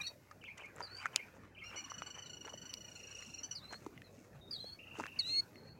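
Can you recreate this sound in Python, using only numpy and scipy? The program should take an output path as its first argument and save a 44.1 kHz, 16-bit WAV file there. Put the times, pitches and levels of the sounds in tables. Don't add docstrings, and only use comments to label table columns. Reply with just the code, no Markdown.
import sys
import numpy as np
from scipy import signal
from scipy.fft import rfft, irfft, next_fast_len
from scipy.io import wavfile
from scipy.ndimage import uniform_filter1d, map_coordinates

SR = 44100
rng = np.random.default_rng(int(sys.argv[2]) if len(sys.argv) > 2 else 0)


def wav_out(sig):
    wavfile.write(sys.argv[1], SR, np.round(np.clip(np.atleast_2d(sig).T, -1, 1) * 32767).astype(np.int16))


N = 255339
TIME = np.arange(N) / SR

# (time [s], fundamental [Hz], relative level [dB], brightness [dB])
TRILL_COURSE = [(1.9, 1486, -51.5, 2), (2.03, 1475, -50.5, -4), (2.18, 1486, -50.5, -3.5),
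                (2.39, 1456, -50.5, -4.5), (2.6, 1481, -52, -2.5), (2.72, 1480, -53, 2.5),
                (2.88, 1452, -55.5, -2.5), (3.07, 1431, -58, 2.5), (3.16, 1435, -51, -2.5),
                (3.29, 1404, -60.5, 2), (3.34, 1433, -59.5, 11)]
# (time [s], interval between pips [s])
PIP_INTERVALS = [(1.9, .041), (2.1, .0406), (2.3, .0357), (2.44, .0426), (2.85, .0358), (3.07, .0402),
                 (3.18, .0359), (3.35, .0435)]
# (start [s], length [s], fundamental [Hz], relative level [dB], brightness [dB])
OUTER_PIPS = [(1.637, 0.076, 1408, -52.5, -6.5), (1.758, .055, 1479, -49.5, 0),
              (1.838, .02, 1445, -51.5, -1), (3.431, 0.027, 1489, -51, 8.5),
              (3.509, 0.027, 1472, -50.5, 5.5)]
PIP_ARCH = [(0, .945), (.2, .985), (.42, 1.012), (.65, 1.004), (1, 0.912)]
# (level [dB], share of brightness [0-1])
PIP_SPECTRUM = [(-16.5, 0.033), (0, .03), (-8, .84), (1, 1), (-12.5, 0.6), (-30, 0.86), (-34.5, 0.76),
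                (-42, 1)]
# (frequency [Hz], relative gain [dB])
WALL_RESPONSE = [(2500, -3), (4400, 0.5), (5900, -3), (7300, 4.5), (10000, -5)]
# (start [s], length [s], time to turn [s], opening pitch [Hz], turning pitch [Hz],
# goal pitch [Hz], waver [Hz], opening level [dB], turning level [dB], closing level [dB], roughness [1])
DEE_CALLS = [(0.03, 0.059, 0.013, 3950, 4290, 4640, 0, -41, -47, -38, 0.3),
             (0.822, 0.19, .066, 4860, 4104, 4820, 75, -41, -60.5, -49.5, 1),
             (3.549, 0.22, 0.062, 4790, 3700, 4313, 164, -40.5, -60, -50, 1.02),
             (4.507, .243, .073, 4870, 3842, 4370, 167, -41, -48, -50.5, 0.9),
             (5.188, 0.223, 0.044, 4480, 3730, 4400, 0, -25, -45.5, -26, 0.17)]
# (centre [s], length [s], fundamental [Hz], level [dB])
CHIP_NOTES = [(0.018, 0.015, 1930, -40.5), (0.076, 0.024, 1932, -42)]
# (time [s], level [dB], ring frequency [Hz], ring T60 [s], crack against ring [dB])
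STONE_IMPACTS = [(.312, -46.5, 1238, .04, -9), (.44, -44, 1410, .005, -7), (.579, -51.5, 2020, 0.047, -3),
                 (0.762, -52, 7440, .012, -11), (.8055, -34, 960, 0.024, -16),
                 (1.0572, -23, 1316, .012, -16), (1.0644, -35.5, 1462, 0.019, -14),
                 (1.16, -22, 6660, 0.0059, -4.5), (1.161, -17.5, 5000, 0.0052, -3.5),
                 (1.1614, -16.5, 2700, 0.0024, -12), (1.918, -30.5, 1120, 0.0096, -32),
                 (2.0207, -25.5, 1330, 0.0062, -37), (2.462, -41.5, 480, 0.02, -15),
                 (2.538, -39, 577, 0.021, -27), (2.7397, -25, 4720, 0.0038, -0.5),
                 (3.225, -43.5, 2050, .01, -21), (3.727, -44.5, 520, 0.035, -5.5),
                 (3.8637, -34.5, 920, 0.0095, -16), (3.8649, -36, 297, 0.032, -17),
                 (3.977, -48.5, 2060, 0.022, -11), (4.019, -47, 1830, 0.015, -6),
                 (4.643, -40.5, 480, 0.016, -15), (4.987, -41.5, 316, 0.068, -10),
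                 (4.999, -30.5, 920, 0.016, -12), (5.007, -30.5, 1020, 0.0086, -13),
                 (5.008, -37.5, 258, 0.04, -16), (5.038, -32, 1550, 0.0084, -26),
                 (5.057, -34, 1270, 0.0056, -24), (5.066, -39, 1740, 0.013, -7),
                 (5.557, -51.5, 2090, 0.016, -10)]
# (frequency [Hz], relative level [dB])
CRACK_SPECTRUM = [(200, -22.5), (1500, 1.5), (4000, -2), (6500, 9), (8500, -7.5), (15000, -17.5)]
# (centre [s], half width [s], level [dB])
SOLE_PRESSES = [(.607, 0.04, -58.5), (.803, 0.046, -52), (1.16, 0.041, -56), (1.362, .023, -59),
                (1.738, 0.05, -56), (2.183, 0.034, -58.5), (2.489, 0.038, -50), (3.733, 0.018, -46),
                (5.005, 0.052, -48.5)]
# (centre [s], half width [s], level [dB])
GRIT_SLIDES = [(.581, 0.0057, -65.5), (.658, 0.0099, -67), (.977, .032, -68.5), (2.948, 0.079, -67.5),
               (3.22, .16, -64), (3.813, 0.086, -71.5), (4.197, 0.1, -73.5), (5.3, 0.052, -60)]
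# (frequency [Hz], relative level [dB])
GRIT_SPECTRUM = [(2000, -9), (4500, -6.5), (6500, 3.5), (8500, -6), (15000, -36)]
# (start [s], length [s], level [dB])
FAR_CALLS = [(.412, 0.12, -47.5), (0.574, 0.11, -49), (0.969, 0.12, -49), (1.131, .108, -46),
             (1.547, .125, -49.5), (1.701, 0.12, -50)]
# (share of length [0-1], pitch [Hz], relative level [dB])
FAR_CALL_CONTOUR = [(0, 2900, 10), (.05, 3135, -11.5), (.16, 2210, -10), (0.261, 2460, -2.5),
                    (.39, 3200, -8), (0.489, 2585, -7.5), (0.589, 2120, -1), (.76, 2366, -4),
                    (1, 2510, -8.5)]
# (start [s], end [s], level [dB])
FAR_TRILL_SPANS = [(2.958, 3.39, -54), (4.787, 5.35, -51.5)]
# (start [s], length [s], first pitch [Hz], last pitch [Hz], level [dB])
FAR_GLIDES = [(0, 0.015, 2440, 2410, -40.5), (.027, 0.03, 2890, 2450, -47), (2.227, 0.052, 4620, 3660, -64),
              (4.039, 0.043, 4240, 3860, -63), (4.408, .083, 3740, 3705, -65.5),
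              (4.53, 0.0337, 4820, 4190, -48), (4.531, 0.17, 3350, 3300, -62),
              (5.26, .039, 3940, 3860, -47), (5.541, 0.14, 4355, 4230, -67), (5.663, .073, 4283, 4380, -61)]
# (frequency [Hz], relative level [dB])
RUMBLE_SPECTRUM = [(20, -42), (36, -18), (55, -3), (130, 5.5), (280, 2), (600, -3), (1000, -17),
                   (2500, -39.5)]
RUSTLE_SPECTRUM = [(300, -29), (800, 5), (1450, 6.5), (2600, 2), (3400, -12), (6000, -11.5), (9000, -18.5),
                   (15000, -64)]
HISS_SPECTRUM = [(1500, -12), (4000, 5), (6500, 6), (9000, -2), (12000, 4.5), (14000, 0.5), (15800, 1)]
# (time [s], relative level [dB])
RUSTLE_ENVELOPE = [(0, -63.5), (.25, -75), (.82, -70), (1, -59.5), (1.5, -72), (1.7, -62.5), (1.92, -61.5),
                   (2.2, -67.5), (3.3, -69.5), (3.92, -69.5), (4.34, -72.5), (4.95, -71.5), (5.12, -63.5),
                   (5.29, -74), (5.56, -69), (5.79, -74.5)]
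HISS_ENVELOPE = [(0, -69), (.2, -80), (.6, -83.5), (1.05, -81), (1.21, -76), (1.52, -92), (1.69, -79),
                 (2.2, -83), (2.8, -77), (3.1, -81), (3.75, -79), (4.46, -84), (4.54, -76.5), (4.9, -80.5),
                 (5.35, -72.5), (5.72, -87)]
# (frequency [Hz], level [dB])
HUM_PARTIALS = [(58, -79), (96, -70)]


def near_trill():
    out = np.zeros(N)
    plain_db, bright_share = np.transpose(PIP_SPECTRUM)
    odd = np.arange(1, len(plain_db) + 1) % 2
    for start, length, hz, db, bright_db in OUTER_PIPS + trill_pips():
        u = ramp(length)
        arch = uniform_filter1d(np.interp(u, *np.transpose(PIP_ARCH)), size=120) - 1
        depth = min(0.034 / length, 0.75) * (1 + 0.17 * rng.normal())
        harmonics_db = plain_db + bright_db * bright_share + odd * 4 * rng.normal()
        swell = fade(len(u), edge_s=0.0032) * amp(-7 * (2 * u - 0.85) ** 2 + 1.8 * wobble(173, len(u)))
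        pitch = hz * (1 + depth * arch + 0.0055 * rng.normal())
        add(out, start, amp(db + 2) * swell * syrinx(pitch, harmonics_db, jitter=0.0067))
    wall_gain = lambda hz: amp(np.interp(hz, *np.transpose(WALL_RESPONSE)) - 10)
    echo = filtered(out, lambda hz: wall_gain(hz) * np.exp(-2j * np.pi * hz * 0.014))
    return outdoors(out + echo, scatter_db=-8, t60=0.15, echo_db=-19, delay_s=0.02)


def trill_pips(start=1.897, end=3.395):
    pips = []
    while start < end:
        length = 0.02 * np.exp(0.073 * rng.normal())
        pips.append((start, length, *curves(TRILL_COURSE, start)))
        start += curves(PIP_INTERVALS, start)[0]
    return pips


def whistles(clean_below=0.3):
    rough = sum(whistle(dee, odd_db=-33, flick=0.081) for dee in DEE_CALLS if dee[-1] >= clean_below)
    clean = sum(whistle(dee, odd_db=-26, flick=0.28) for dee in DEE_CALLS if dee[-1] < clean_below)
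    return (outdoors(rough, scatter_db=-6.5, t60=0.098, echo_db=-10.5, delay_s=0.02)
            + outdoors(clean, scatter_db=-27, t60=0.11, echo_db=-30, delay_s=0.035))


def whistle(dee, odd_db, flick):
    start, length, turn_s, open_hz, turn_hz, goal_hz, waver_hz, open_db, turn_db, close_db, rough = dee
    attack_s, release_s, rise_s = 0.0085, 0.013, 0.066
    waver_period_s, waver_decay_s, waver_db_per_hz = 0.062, 0.173, 0.0329
    t = length * ramp(length)
    glide = np.sin(np.pi / 2 * np.minimum(t / turn_s, 1)) ** 2
    after = np.maximum(t - turn_s, 0)
    climb = 1 - np.exp(-after / rise_s)
    waver = -waver_hz * glide ** 4 * np.cos(2 * np.pi * after / waver_period_s)
    waver *= np.exp(-after / waver_decay_s)
    pitch = open_hz + (turn_hz - open_hz) * glide + (goal_hz - turn_hz) * climb + waver
    pitch *= 1 + flick * np.exp(-t / 0.0012)
    db = open_db + (turn_db - open_db) * glide + (close_db - turn_db) * (after / (length - turn_s)) ** 0.85
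    attack = np.minimum(t / attack_s, 1)
    release = np.sin(np.pi / 2 * np.minimum((length - t) / release_s, 1)) ** 2
    rasp = np.exp(-t / 0.037)
    flutter_db = (3.5 * rough + 0.92 * rasp) * wobble(151, len(t))
    harmonics_db = [odd_db + 1, 0, odd_db, -27, odd_db - 21]
    tone = syrinx(pitch / 2, harmonics_db, jitter=0.0071 * rough + 0.018 * rasp)
    out = np.zeros(N)
    add(out, start, amp(db + waver_db_per_hz * waver + flutter_db) * attack * release * tone)
    return out


def chips():
    out = np.zeros(N)
    for centre, length, hz, db in CHIP_NOTES:
        u = ramp(length)
        tone = syrinx(hz * (1.02 - 0.043 * u), [-16, 1, -5, -20, -22], jitter=0.0092)
        add(out, centre - length / 2, amp(db) * fade(len(u), edge_s=0.0058) * tone)
    return outdoors(out, scatter_db=-16.5, t60=0.21, echo_db=-33, delay_s=0.018)


def syrinx(hz, harmonics_db, jitter):
    phase = 2 * np.pi * np.cumsum(hz * (1 + jitter * wobble(598, len(hz)))) / SR
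    return sum(amp(db) * np.sin(k * phase) for k, db in enumerate(harmonics_db, 1))


def stones():
    out, t = np.zeros(N), np.arange(SR // 10) / SR
    crack_noise = noise(CRACK_SPECTRUM)
    modes = [(0.62, -23), (1, 2), (1.38, -3), (1.75, -12.5)]  # (frequency [ratio], level [dB])
    for start, db, hz, t60, crack_db in STONE_IMPACTS:
        ring = sum(amp(level - 60 * t * ratio / t60) * np.sin(2 * np.pi * (hz * ratio * t + rng.random()))
                   for ratio, level in modes)
        crack = amp(crack_db - 120 * t / t60) * np.roll(crack_noise, rng.integers(N))[:len(t)]
        impact = ring * (1 - np.exp(-t * hz / 0.13)) + crack * (1 - np.exp(-t / 0.000063))
        radiation = signal.butter(2, min(hz / 3, 500), "high", fs=SR)
        add(out, start, amp(db) * signal.lfilter(*radiation, impact))
    return outdoors(out, scatter_db=-26, t60=0.05, echo_db=-30, delay_s=0.006)


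def gravel(pebble_hz=1000, grit_db=-16.5):
    swells = lambda rows: sum(amp(db) * np.exp(-((TIME - at) / half) ** 2) for at, half, db in rows)
    pebble = lambda f0: filtered(grains(rate=170), lambda hz: 1 / (1 + 2.5j * (hz / f0 - f0 / (hz + 1))))
    pressure = swells(SOLE_PRESSES)
    pebbles = unit(pebble(pebble_hz / 2) + 0.69 * pebble(pebble_hz) + 0.5 * pebble(pebble_hz * 1.51))
    grinding = filtered(pressure * pebbles, lambda hz: 1 / (1 + (hz / 3600) ** 4))
    grit = coloured(grains(rate=1300), GRIT_SPECTRUM)
    return grinding + (swells(GRIT_SLIDES) + amp(grit_db) * pressure) * grit


def far_birds():
    out = np.zeros(N)
    for start, length, db in FAR_CALLS:
        u = ramp(length)
        contour_hz, contour_db = curves(FAR_CALL_CONTOUR, u)
        call = syrinx(uniform_filter1d(contour_hz, size=250), [0, -30], jitter=0.029)
        add(out, start, amp(db + contour_db) * fade(len(u), edge_s=0.0077) * call)
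    u = ramp(0.0227)
    intervals = np.linspace(0.0397, 0.0445, num=14)
    for start, end, db in FAR_TRILL_SPANS:
        onsets = start + np.cumsum(intervals) - intervals
        for onset in onsets[onsets < end]:
            pitch = (2380 + 450 * np.sin(2.86 * u)) * (1 + 0.013 * rng.normal())
            pip = syrinx(pitch, [0, -30], jitter=0.026)
            add(out, onset, amp(db + rng.normal()) * fade(len(u), edge_s=0.0045) * pip)
    for start, length, first_hz, last_hz, db in FAR_GLIDES:
        u = ramp(length)
        envelope = amp(db + 4 * wobble(69, len(u))) * fade(len(u), edge_s=0.0055)
        add(out, start, envelope * syrinx(first_hz + (last_hz - first_hz) * u, [0], jitter=0.014))
    return outdoors(out, scatter_db=-3.5, t60=0.19, echo_db=-12, delay_s=0.0083)


def outdoors(x, scatter_db, t60, echo_db, delay_s):
    t = np.arange(SR // 2) / SR
    tail = rng.standard_normal(len(t)) * amp(-60 * t / t60) * (1 - np.exp(-t / 0.00083))
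    scatter = signal.fftconvolve(x, tail / np.linalg.norm(tail))[:N]
    echo = np.interp(TIME - delay_s, TIME, x, left=0)
    return x + amp(scatter_db) * scatter + amp(echo_db) * echo


def background():
    rustle_db, = curves(RUSTLE_ENVELOPE, TIME)
    hiss_db, = curves(HISS_ENVELOPE, TIME)
    rumble = amp(-64 + 0.72 * TIME + 1.07 * wobble(14)) * patchy(noise(RUMBLE_SPECTRUM), depth_db=3.5)
    texture = noise(RUSTLE_SPECTRUM) + 0.5 * coloured(grains(rate=250), RUSTLE_SPECTRUM)
    rustle = amp(rustle_db + 1.5 + 2.6 * wobble(25)) * patchy(texture, depth_db=4)
    hiss = amp(hiss_db + 5) * noise(HISS_SPECTRUM)
    hum, waver_db = np.zeros(N), 2.2 * wobble(9)
    for hz, db in HUM_PARTIALS:
        phase = 2 * np.pi * np.cumsum(hz + 2.487 * wobble(7)) / SR
        hum += amp(db + waver_db) * np.sqrt(2) * np.sin(phase)
    return rumble + rustle + hiss + hum


def patchy(x, depth_db):
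    spectrogram = signal.stft(x, nperseg=1024)[2]
    field = uniform_filter1d(rng.standard_normal(spectrogram.shape), size=4, axis=0)
    field = unit(uniform_filter1d(field, size=6, axis=1))
    return unit(signal.istft(spectrogram * amp(depth_db * field), nperseg=1024)[1][:N])


def grains(rate):
    return (rng.random(N) < rate / SR) * rng.standard_normal(N)


def noise(spectrum):
    return coloured(rng.standard_normal(N), spectrum)


def coloured(x, spectrum):
    points_hz, db = np.transpose(spectrum)
    return unit(filtered(x, lambda hz: amp(np.interp(np.log(hz + 1), np.log(points_hz), db))))


def filtered(x, response):
    size = next_fast_len(len(x) + 8192)
    return irfft(rfft(x, size) * response(np.fft.rfftfreq(size, 1 / SR)), size)[:len(x)]


def wobble(rate, n=N):
    knots = rng.standard_normal(int(n * rate / SR) + 4)
    return map_coordinates(knots, [np.arange(n) * rate / SR], mode="nearest")


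def fade(n, edge_s):
    return signal.windows.tukey(n, min(2 * edge_s * SR / n, 1))


def ramp(length):
    return np.linspace(0, 1, max(int(length * SR), 64))


def curves(rows, at):
    axis, *columns = np.transpose(rows)
    return [np.interp(at, axis, column) for column in columns]


def add(track, start, sound):
    i = max(round(start * SR), 0)
    track[i:i + len(sound)] += sound[:max(N - i, 0)]


def amp(db):
    return 10 ** (np.asarray(db) / 20)


def unit(x):
    return x / np.sqrt(np.mean(x ** 2) + 1e-20)


def scene():
    return (near_trill() + chips() + whistles() + far_birds() + stones() + gravel() + background())[None]


def record(dry):
    return np.array([filtered(x, lambda hz: hz < 15950) for x in dry])


dry = scene()
out = record(dry)
wav_out(out)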